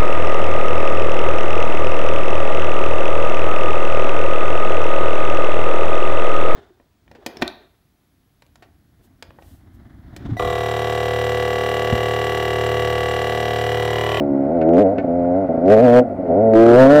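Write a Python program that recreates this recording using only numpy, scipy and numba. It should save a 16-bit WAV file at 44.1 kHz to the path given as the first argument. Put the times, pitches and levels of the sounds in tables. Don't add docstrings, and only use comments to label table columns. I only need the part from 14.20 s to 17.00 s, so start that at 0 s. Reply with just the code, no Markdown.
import sys
import numpy as np
from scipy import signal
from scipy.io import wavfile
from scipy.ndimage import uniform_filter1d
from numba import njit

SR = 44100
rng = np.random.default_rng(int(sys.argv[2]) if len(sys.argv) > 2 else 0)


def convert_level_to_amplitude(level_db):
    exponent = np.asarray(level_db, float) / 20
    return 10 ** exponent


def to_wav(s):
    ch = np.atleast_2d(s).T
    pcm = np.round(np.clip(ch, -1, 1) * 32767)
    wavfile.write(sys.argv[1], SR, pcm.astype(np.int16))


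N = 123479

# time in seconds, firings in Hz.
CRANK_SPEED = [(0, 72.8), (.1, 69.33), (.24, 68.88), (.45, 80.13), (.54, 85.47), (.66, 92.47), (.73, 104.9),
               (.88, 84.13), (1.08, 87.84), (1.39, 81.65), (1.53, 107.3), (1.68, 118.1), (1.8, 124.8),
               (2.09, 81), (2.22, 112.5), (2.33, 110.2), (2.53, 119.3), (2.8, 152)]
# time in seconds, rise in
# Hz, half width in seconds.
WHEEL_SKIPS = [(0.334, 13, .05), (0.497, 1, 0.022), (0.603, 16.5, .03), (0.958, 2.5, 0.044),
               (1.198, 12.5, .06), (1.298, -2.5, 0.035), (1.422, 0.5, 0.059), (1.512, 3, 0.021),
               (1.566, -2, 0.019), (1.628, 13, .035), (1.759, 1.5, 0.026), (1.952, -5.5, 0.051),
               (2.12, -3.5, 0.026), (2.589, 3, 0.037), (2.658, 0, 0.015), (2.719, 5, .04)]
# time in seconds, level in dB, roughness 0-1, boom in dB.
EXHAUST = [(0, -20, 0, 6), (.06, -24, 0, 6.5), (.11, -27, 0.14, 14), (.27, -19.5, 0.12, 1.5),
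           (.43, -15, 0.1, 0), (.58, -13, .06, 6), (.7, -15, 0.2, -4.5), (.75, -20, 0.55, 0),
           (.9, -19.5, 0.11, 2), (1.18, -16, 0.11, -1.5), (1.4, -20, 0.2, 2), (1.49, -9, 0.15, 1),
           (1.785, -11, 0.04, 3), (1.83, -25, 0.7, 1), (2.04, -27, 0.65, 3.5), (2.1, -14.5, 0.2, -2),
           (2.33, -11, .06, 3.5), (2.8, -11.5, 0.15, 6)]
# time in seconds, airbox level in dB, airbox note in Hz.
THROTTLE = [(0, -28, 336), (.25, -33, 355), (.36, -30, 350), (.47, -16.5, 305.6), (.6, -12, 449),
            (.7, -26, 463), (.76, -30, 388), (1.4, -32, 405), (1.5, -9.5, 383), (1.63, -12.5, 463.4),
            (1.785, -8, 491.3), (1.83, -41, 447.4), (2.06, -24.5, 408), (2.3, -13, 411.4),
            (2.36, -8, 344.7), (2.53, -4, 403.6), (2.6, -5.5, 505.6), (2.8, -4.5, 546)]
# end in seconds, fade length in seconds, depth in dB.
STUMBLES = [(.768, .04, 9), (.835, .045, 10), (.872, .026, 13), (1.284, .04, 14), (1.331, .02, 13),
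            (1.367, .02, 16), (1.404, .012, 4), (1.893, .04, 7), (1.955, .04, 8), (2.025, .05, 7),
            (2.084, .03, 3), (.664, .024, -4), (2.232, .012, -2), (1.62, .05, 1.8), (2.69, .04, 1.8),
            (2.62, .07, -1.8), (1.54, .06, -1.8), (1.785, .09, -1.5), (2.325, .05, 2.2)]
# centre in Hz, width in Hz, level in dB, polarity +1 or -1.
PIPE_MODES = [(113, 71, -14.5, -1), (522.8, 58.8, -4, 1), (667, 87.5, -3.5, -1), (889, 59, -25, -1),
              (402, 94, -12.5, -1), (755, 70, -11.5, 1)]
# centre in Hz, width in Hz, level in dB.
TINWARE_BANDS = [(817, 130, 9.5), (1019, 130, -1), (1383, 190, 0), (1910, 350, -7.5), (2510, 1000, -30),
                 (4830, 2800, -20)]
# delay in seconds, share 0-1.
SCATTERERS = [(.0023, 0.43), (.0037, 0.33)]
# frequency in Hz, level in dB per Hz.
WIND_SPECTRUM = [(12, -56), (20, -34), (65, -4.5), (124, 3.5), (178, -1), (200, 0), (260, -30), (440, -120)]
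# start in seconds, level in dB.
KNOCKS = [
    (.404, -46),
    (0.415, -26.5),
    (.425, -34),
    (.434, -47.5),
    (0.784, -23.5),
    (0.788, -39),
    (0.798, -33.5),
    (.803, -40),
]
# frequency in Hz, level in dB, 60 dB decay in seconds.
CASE_MODES = [(1520, 3, .055), (1770, -2, .05), (2060, -5, .04), (2200, -1, .035), (2420, -4, .045),
              (2650, -13, .03), (3500, -24, .02), (5300, -26, .012)]


def curve(table, column):
    rows = np.array(table, float)
    return np.interp(np.arange(N) / SR, rows[:, 0], rows[:, column])


def to_rms(x, db):
    return x * convert_level_to_amplitude(db) / np.sqrt(np.mean(x ** 2))


@njit
def resonate(x, hz, width):
    y, b, l = np.empty(len(x)), 0., 0.
    for i in range(len(x)):
        g, k = np.tan(np.pi * hz[i] / SR), width / hz[i]
        v = (b + g * (x[i] - l)) / (1 + g * (g + k))
        b, l, y[i] = 2 * v - b, l + 2 * g * v, k * v
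    return y


def band(x, hz, width_hz):
    return resonate(x, hz + np.zeros(N), float(width_hz))


def lowpass(x, order, hz):
    return signal.sosfilt(signal.butter(order, hz, fs=SR, output="sos"), x)


def walk(rate):
    k = int(SR / rate)
    steps = np.repeat(rng.standard_normal(N // k + 1), k)
    return 1.3 * uniform_filter1d(uniform_filter1d(steps, k), k)[:N]


def clicks(at, size):
    out, i = np.zeros(N + 2), np.clip(at, 0, N).astype(int)
    np.add.at(out, i, size * (1 - at % 1))
    np.add.at(out, i + 1, size * (at % 1))
    return out[:N]


def crank():
    t = np.arange(N) / SR
    flares = sum(rise * np.exp(-((t - s) / w) ** 2) for s, rise, w in WHEEL_SKIPS)
    hz = curve(CRANK_SPEED, 1) + flares
    return hz, np.cumsum(hz) / SR


def stumble():
    t, lead_s = np.arange(N) / SR, 0.0021
    thin, catch = np.zeros(N), np.zeros(N)
    for s, fade, depth in STUMBLES:
        before = t < s - lead_s
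        thin += depth * np.clip(1 - (s - t) / fade, 0, 1) ** .5 * before
        if depth > 7.5:
            catch += np.exp(-np.abs(t - s) / 0.018) * (t > s - lead_s)
    return thin, 2.5 * catch


def exhaust(at, unit, hz, turns, thin, catch):
    i, gas_db = at.astype(int), 4
    rough, pipe_db = curve(EXHAUST, 2), curve(EXHAUST, 1)
    late, strength = rng.standard_normal((2, len(at)))
    fired_db = (pipe_db - thin + catch)[i] + 7 * rough[i] * np.clip(strength, -3, 1)
    jitter = 0.03 * rough[i] * late * SR / hz[i]
    fired = clicks(at + jitter, unit * convert_level_to_amplitude(fired_db))
    gas = np.exp(-(turns % 1) / 1.2) * rng.standard_normal(N)
    drive = fired + gas * rough * convert_level_to_amplitude(pipe_db - 0.25 * thin + gas_db)
    pipe = sum(np.sign(p) * convert_level_to_amplitude(d) * band(drive, f, w) for f, w, d, p in PIPE_MODES)
    boom = convert_level_to_amplitude(curve(EXHAUST, 3)) * band(drive, 270, 40.4)
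    return pipe + boom


def airbox(at, unit, thin):
    i, lag_s, width_hz, gas_db = at.astype(int), 0.00311, 149.5, 4
    throttle_db, note = curve(THROTTLE, 1), curve(THROTTLE, 2)
    pulse_db = throttle_db[i] - thin[i] + rng.standard_normal(len(at))
    sucked = clicks(at + lag_s * SR, unit * convert_level_to_amplitude(pulse_db))
    sucked = sucked + 0.092 * convert_level_to_amplitude(throttle_db + gas_db) * rng.standard_normal(N)
    bark = band(band(sucked, note, width_hz), note, 0.83 * width_hz)
    return bark - convert_level_to_amplitude(-11.5) * band(sucked, 250, 37)


def tinware(turns):
    follow, rattle_db = .4, -50
    buzz_db = follow * (curve(EXHAUST, 1) + 21.5) + rattle_db + walk(68)
    shake = 1.67 + np.exp(-(turns % 1) / 0.65)
    buzz = convert_level_to_amplitude(buzz_db) * shake * rng.standard_normal(N)
    return convert_level_to_amplitude(15) * sum(convert_level_to_amplitude(d) * band(band(buzz, f, w), f, 2 * w) for f, w, d in TINWARE_BANDS)


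def engine():
    hz, turns = crank()
    thin, catch = stumble()
    at = np.interp(np.arange(int(turns[-1]) + 1), turns, np.arange(N))
    unit = np.sqrt(SR / hz[at.astype(int)])
    body = exhaust(at, unit, hz, turns, thin, catch) + airbox(at, unit, thin)
    return convert_level_to_amplitude(23) * body, tinware(turns)


def smear(x):
    for s, share in SCATTERERS:
        d = np.zeros(int(s * SR) + 1)
        d[0], d[-1] = 1, -np.clip(share, 0, .4)
        x = signal.lfilter(d[::-1], d, x)
    return x


def muffle(body):
    lows = signal.sosfilt(signal.cheby1(6, 1, 848, fs=SR, output="sos"), body)
    above = signal.sosfilt(signal.butter(3, [800, 1000], "band", fs=SR, output="sos"), body)
    return lows + convert_level_to_amplitude(-6) * above


def wind():
    hz, db = np.array(WIND_SPECTRUM).T
    low = np.zeros(N)
    for f in (25, 40, 63, 100):
        gust_db = np.interp(np.log(f), np.log(hz), db) + 3 * walk(15)
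        low += convert_level_to_amplitude(gust_db) * band(rng.standard_normal(N), f, f / 2)
    buffeting = to_rms(lowpass(low, 2, 250), -40) * convert_level_to_amplitude(0.1 * (curve(EXHAUST, 1) + 9))
    return buffeting + to_rms(rng.standard_normal(N), -74)


def knocks():
    rows, t = np.array(KNOCKS), np.arange(2600) / SR
    taps = clicks(rows[:, 0] * SR, convert_level_to_amplitude(rows[:, 1]))
    scrape = np.exp(-t[:900] / 0.007) * rng.standard_normal(900)
    taps = taps + 0.064 * np.convolve(taps, scrape)[:N]
    ring = sum(convert_level_to_amplitude(d) * np.sin(2 * np.pi * f * t) * np.exp(-np.log(1000) * t / t60)
               for f, d, t60 in CASE_MODES)
    return convert_level_to_amplitude(-7) * lowpass(np.convolve(taps, ring)[:N], 4, 5600)


def scene():
    body, rattle = engine()
    heard = muffle(smear(body)) + lowpass(rattle, 3, 2700)
    return (heard + wind() + knocks())[None]


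def roll_off(x):
    return signal.sosfilt(signal.butter(12, 15800, fs=SR, output="sos"), x)


def record(dry):
    clipped = np.clip(dry, -.695, .705)
    return roll_off(clipped)


dry = scene()
out = record(dry)
to_wav(out)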